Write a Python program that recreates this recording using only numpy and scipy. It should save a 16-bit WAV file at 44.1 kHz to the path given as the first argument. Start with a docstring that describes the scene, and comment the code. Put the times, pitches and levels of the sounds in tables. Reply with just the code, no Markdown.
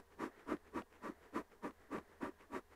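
"""Breathy puffs, about three and a half a second: a bee smoker pumped over an open hive in a garden.
Each squeeze drives a turbulent jet through the can and nozzle while the bellows' cloth flaps and creases;
between squeezes the bellows suck air back in. The smoker throws a short, faint echo.
Bees hum faintly over quiet outdoor air, a soft rustle and a low drone."""
import sys
import numpy as np
from scipy import signal
from scipy.fft import rfft, irfft
from scipy.io import wavfile

SR = 44100
rng = np.random.default_rng(int(sys.argv[2]) if len(sys.argv) > 2 else 0)


def inscribe(sig):
    """Save sig as 16-bit PCM at rate SR to the path in sys.argv[1].

    A 1-D sig is mono; a 2-D sig holds one channel per row.
    Samples are clipped to [-1, 1] before scaling.
    """
    pcm = np.round(np.clip(np.atleast_2d(sig).T, -1, 1) * 32767)
    wavfile.write(sys.argv[1], SR, pcm.astype(np.int16))


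N = 121275
TIME = np.arange(N) / SR


def puffs():
    """The jet rings the can, the bellows chuff below it and the nozzle hisses above, all with the flow."""
    # squeezes of the bellows: crest t/s, rise/s, fall/s, jet level/dB, chuff level/dB, hiss level/dB
    squeezes = [(-.02, .026, 0.016, -46.5, -44, -59.5), (0.232, 0.028, 0.034, -44, -45, -62.5),
                (0.515, 0.028, 0.027, -43.5, -43, -63.5), (.779, 0.026, 0.025, -45, -42.5, -63.5),
                (1.061, 0.027, 0.037, -48, -49, -66), (1.371, 0.022, 0.029, -42.5, -42.5, -61.5),
                (1.654, 0.018, 0.031, -46.5, -44, -65.5), (1.946, 0.024, 0.036, -45.5, -43.5, -64.5),
                (2.236, .019, 0.042, -46, -47.5, -65.5), (2.56, .028, 0.025, -44.5, -45, -63)]
    # noise colours of the three layers: f/Hz, level/dB
    jet_colour = [(100, -53), (300, -15.5), (480, -4), (560, 0), (640, 1), (715, -15), (790, -1.5),
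                  (870, -4), (950, 1.5), (1060, -1), (1300, 0), (1480, -4), (1850, -3), (2200, -13),
                  (2650, -18.5), (3200, -23.5), (4200, -49), (8000, -43), (16000, -68)]
    chuff_colour = [(25, -31), (75, -11), (110, -17), (140, -20), (200, -7.5), (260, -1), (320, -1),
                    (420, -3.5), (520, -11), (700, -17), (2000, -53), (16000, -70)]
    hiss_colour = [(300, -6.5), (2000, 5.5), (3500, -1.5), (5000, -2.5), (7500, -3), (10500, -6.5),
                   (13000, -11.5), (16000, -12.5)]
    # resonances of the can and of the nozzle: f/Hz, width/Hz, lift/dB
    can_resonances = [(595, 75, 1.5), (953, 22, 3), (945, 18, 4.5), (1008, 46, 5.5), (1148, 17, 13),
                      (1187, 31, 4.5), (1630, 58, -3.5), (1724, 50, -2), (2373, 110, 3.5), (2564, 48, 8),
                      (2940, 60, 2)]
    nozzle_resonances = [(3680, 210, 7), (4440, 200, 3.5), (5450, 400, 3.5), (6320, 170, 2),
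                         (7300, 400, 1.5), (10630, 250, 4)]
    jet_power, chuff_power, hiss_power = 1.617, 1.24, 0.96  # exponents on the flow: higher is tighter
    chuff_lag_s = 0.00086
    jet, chuff, hiss = np.zeros((3, N))
    for crest, rise, fall, jet_db, chuff_db, hiss_db in squeezes:
        jet += amp(jet_db) * stroke(crest, rise, fall) ** jet_power
        chuff += amp(chuff_db) * stroke(crest + chuff_lag_s, rise, fall) ** chuff_power
        hiss += amp(hiss_db) * stroke(crest, rise, fall, roundness=2.58) ** hiss_power
    turbulence_db = 0.5 * wander(rate_hz=117)
    body = jet * noise(jet_colour, can_resonances) + chuff * noise(chuff_colour)
    top = hiss * noise(hiss_colour, nozzle_resonances)
    return amp(turbulence_db) * body + amp(0.5 * turbulence_db) * top


def cloth():
    """The bellows' skin flaps taut in short low thuds, and its folds creak."""
    # flaps of the cloth: peak t/s, level/dB, f/Hz
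    flaps = [(0.241, -39, 271), (.259, -41, 320), (0.523, -33, 324), (.54, -34.5, 325), (.547, -35.5, 278),
             (0.761, -35, 279.7), (.808, -41, 260), (1.091, -42.5, 252.5), (1.1, -36, 299.2),
             (1.365, -36, 340), (1.661, -37.5, 320.1), (1.962, -42.5, 286), (1.983, -40, 230.9),
             (2.233, -35, 259.4), (2.282, -45, 324), (2.295, -42, 330), (2.565, -33, 349)]
    # creaks of the folds: start t/s, level/dB
    creaks = [(.529, -50), (.567, -56.5), (0.811, -59), (.819, -51), (1.691, -67), (1.708, -56.5),
              (1.984, -48)]
    # noise colour of a creak: f/Hz, level/dB
    creak_colour = [(100, -6), (700, 8), (1200, 7), (2500, -1.5), (3200, -6), (4200, -11), (6000, -21),
                    (16000, -30)]
    thuds = np.zeros(N)
    for crest, db, hz in flaps:
        tone = np.sin(2 * np.pi * (hz * TIME + rng.random()))
        thuds += amp(db) * stroke(crest, rise_s=0.0023, fall_s=0.0031) * tone
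    creak_envelope = sum(amp(db) * knock(start, attack_s=0.0014) for start, db in creaks)
    return thuds + creak_envelope * noise(creak_colour)


def intakes():
    """The bellows spring open, drawing air softly through the inlet while the unfolding cloth rasps."""
    # in-breaths and cloth rasps: crest t/s, rise and fall/s, level/dB
    breaths = [(0.128, 0.018, -64.5), (0.401, 0.048, -65.5), (0.677, 0.029, -66), (0.953, 0.03, -66),
               (1.238, 0.036, -64), (1.536, 0.028, -67), (1.831, 0.025, -66), (2.122, .034, -64.5),
               (2.422, 0.026, -62.5), (2.729, 0.016, -59.5)]
    rasps = [(0.133, 0.01, -69), (0.4, 0.014, -66), (.67, 0.018, -71), (.945, 0.024, -68),
             (1.248, 0.017, -67.5), (1.524, 0.009, -69.5), (1.818, 0.0059, -66), (2.412, 0.013, -64),
             (2.73, .012, -69)]
    # their noise colours: f/Hz, level/dB
    breath_colour = [(40, -25), (150, -6), (280, -0.5), (460, 5.5), (700, -13.5), (1050, -4.5), (1900, -9),
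                     (2600, -20.5), (4000, -25.5), (8000, -31.5), (16000, -44)]
    rasp_colour = [(200, -10), (800, 3), (1300, -1.5), (2000, 1.5), (2800, -4.5), (4000, -18.5),
                   (7000, -18.5), (16000, -37)]
    flow = sum(amp(db) * stroke(crest, swell, swell) for crest, swell, db in breaths)
    rub = sum(amp(db) * stroke(crest, swell, swell) for crest, swell, db in rasps)
    breath = grainy_noise(breath_colour, depth_db=2, rate_hz=160)
    rasp = grainy_noise(rasp_colour, depth_db=3, rate_hz=260)
    return flow * breath + rub * rasp


def echo(source):
    """A short faint scatter from the hive, ground and shrubs."""
    level_db, t60_s, predelay_s = -28, 0.18, 0.006
    t = TIME[:SR // 2]
    tail = rng.standard_normal(len(t)) * amp(-60 * t / t60_s) * (t > predelay_s)
    return amp(level_db) * signal.fftconvolve(source, tail / np.linalg.norm(tail))[:N]


def bees():
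    """Three bees, each a wingbeat buzz that drifts in pitch and loudness."""
    # one row a bee: wingbeat f/Hz, level/dB
    wingbeats = [(222, -79), (206.6, -79), (232.5, -88.5)]
    harmonics_db = [-7.5, -1.5, -10, -13.5, -15.5, -22, -12, -8]
    hum = np.zeros(N)
    for hz, db in wingbeats:
        pitch_hz = hz * (1 + 0.041 * wander(rate_hz=4.66))
        phase = 2 * np.pi * np.cumsum(pitch_hz) / SR
        buzz = sum(amp(level) * np.sin(k * phase) for k, level in enumerate(harmonics_db, 1))
        waver_db = 1.8 * wander(rate_hz=9.7)
        hum += amp(db) * unit(buzz * amp(waver_db))
    return hum


def garden():
    """The bed: quiet outdoor air, a soft mid-range rustle and a distant, wavering low drone."""
    # noise colours of the air and the rustle: f/Hz, level/dB
    air_colour = [(20, 13), (55, 3), (130, -6.5), (280, -15.5), (430, -0.5), (600, -10), (1000, -1.5),
                  (1500, -18), (2500, -17), (4300, -20), (10500, -22), (15500, -23)]
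    rustle_colour = [(100, -54), (450, -5.5), (700, 4.5), (1000, -10.5), (1400, -1.5), (1900, 1.5),
                     (2400, -14.5), (4000, -19), (16000, -48)]
    # swell and ebb of the rustle: t/s, level/dB
    rustle_levels = [(0, -73), (.15, -92), (.33, -68), (.62, -75.5), (.87, -94), (1.0, -72), (1.3, -72.5),
                     (1.58, -83), (1.8, -72.5), (2.15, -72.5), (2.35, -77), (2.75, -81)]
    air_db, drone_db = -71, -76.5
    drone_hz, waver_hz = 78.2, 11
    phase = 2 * np.pi * drone_hz * TIME
    drone = unit(np.sin(phase) * (1.3 + wander(waver_hz)) + np.cos(phase) * wander(waver_hz))
    rustle_db = np.interp(TIME, *np.transpose(rustle_levels))
    rustle = amp(rustle_db) * noise(rustle_colour)
    return amp(air_db) * noise(air_colour) + rustle + amp(drone_db) * drone


def amp(db):
    """Decibels to gain."""
    return 10 ** (np.asarray(db) / 20)


def unit(x):
    """Scales to rms 1."""
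    return x / np.sqrt(np.mean(x ** 2) + 1e-20)


def noise(colour, resonances=()):
    """Steady noise of rms 1 in the given colour, with a peak or dip at each resonance."""
    hz = np.fft.rfftfreq(N, 1 / SR)
    colour_hz, colour_db = np.transpose(colour)
    db = np.interp(np.log(hz + 1), np.log(colour_hz), colour_db)
    for centre, width, lift in resonances:
        db += lift / (1 + (2 * (hz - centre) / width) ** 2)
    return unit(irfft(rfft(rng.standard_normal(N)) * amp(db), N))


def grainy_noise(colour, depth_db, rate_hz):
    """Coloured noise of rms 1, roughened by a fast random flutter in level."""
    return unit(noise(colour) * amp(depth_db * np.clip(wander(rate_hz), -2, 2)))


def wander(rate_hz):
    """Random drift of rms 1 that rolls off above the rate."""
    hz = np.fft.rfftfreq(N, 1 / SR)
    rolloff = np.exp(-(hz / rate_hz) ** 2) * (hz > 0)
    return unit(irfft(rfft(rng.standard_normal(N)) * rolloff, N))


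def stroke(crest_s, rise_s, fall_s, roundness=1.97):
    """One swell to 1 at the crest and back; roundness 2 is a bell, more is flat-topped."""
    late = TIME - crest_s
    distance = abs(late / np.where(late < 0, rise_s, fall_s))
    return np.exp(-np.minimum(distance ** roundness / 2, 50))


def knock(start_s, attack_s):
    """Percussive envelope that reaches 1 after the attack and dies away."""
    age = np.clip((TIME - start_s) / attack_s, 0, 50)
    return age * np.exp(1 - age)


def scene():
    """The smoker, its echo, the bees and the garden, in mono."""
    smoker = puffs() + intakes() + cloth()
    return (smoker + echo(smoker) + bees() + garden())[None]


def record(dry):
    """A steep low-pass trims the very top of the treble."""
    cutoff_hz = 15700
    lowpass = signal.firwin(511, cutoff_hz, window=("kaiser", 9), fs=SR)
    return signal.oaconvolve(dry, lowpass[None], "same")


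dry = scene()
out = record(dry)
inscribe(out)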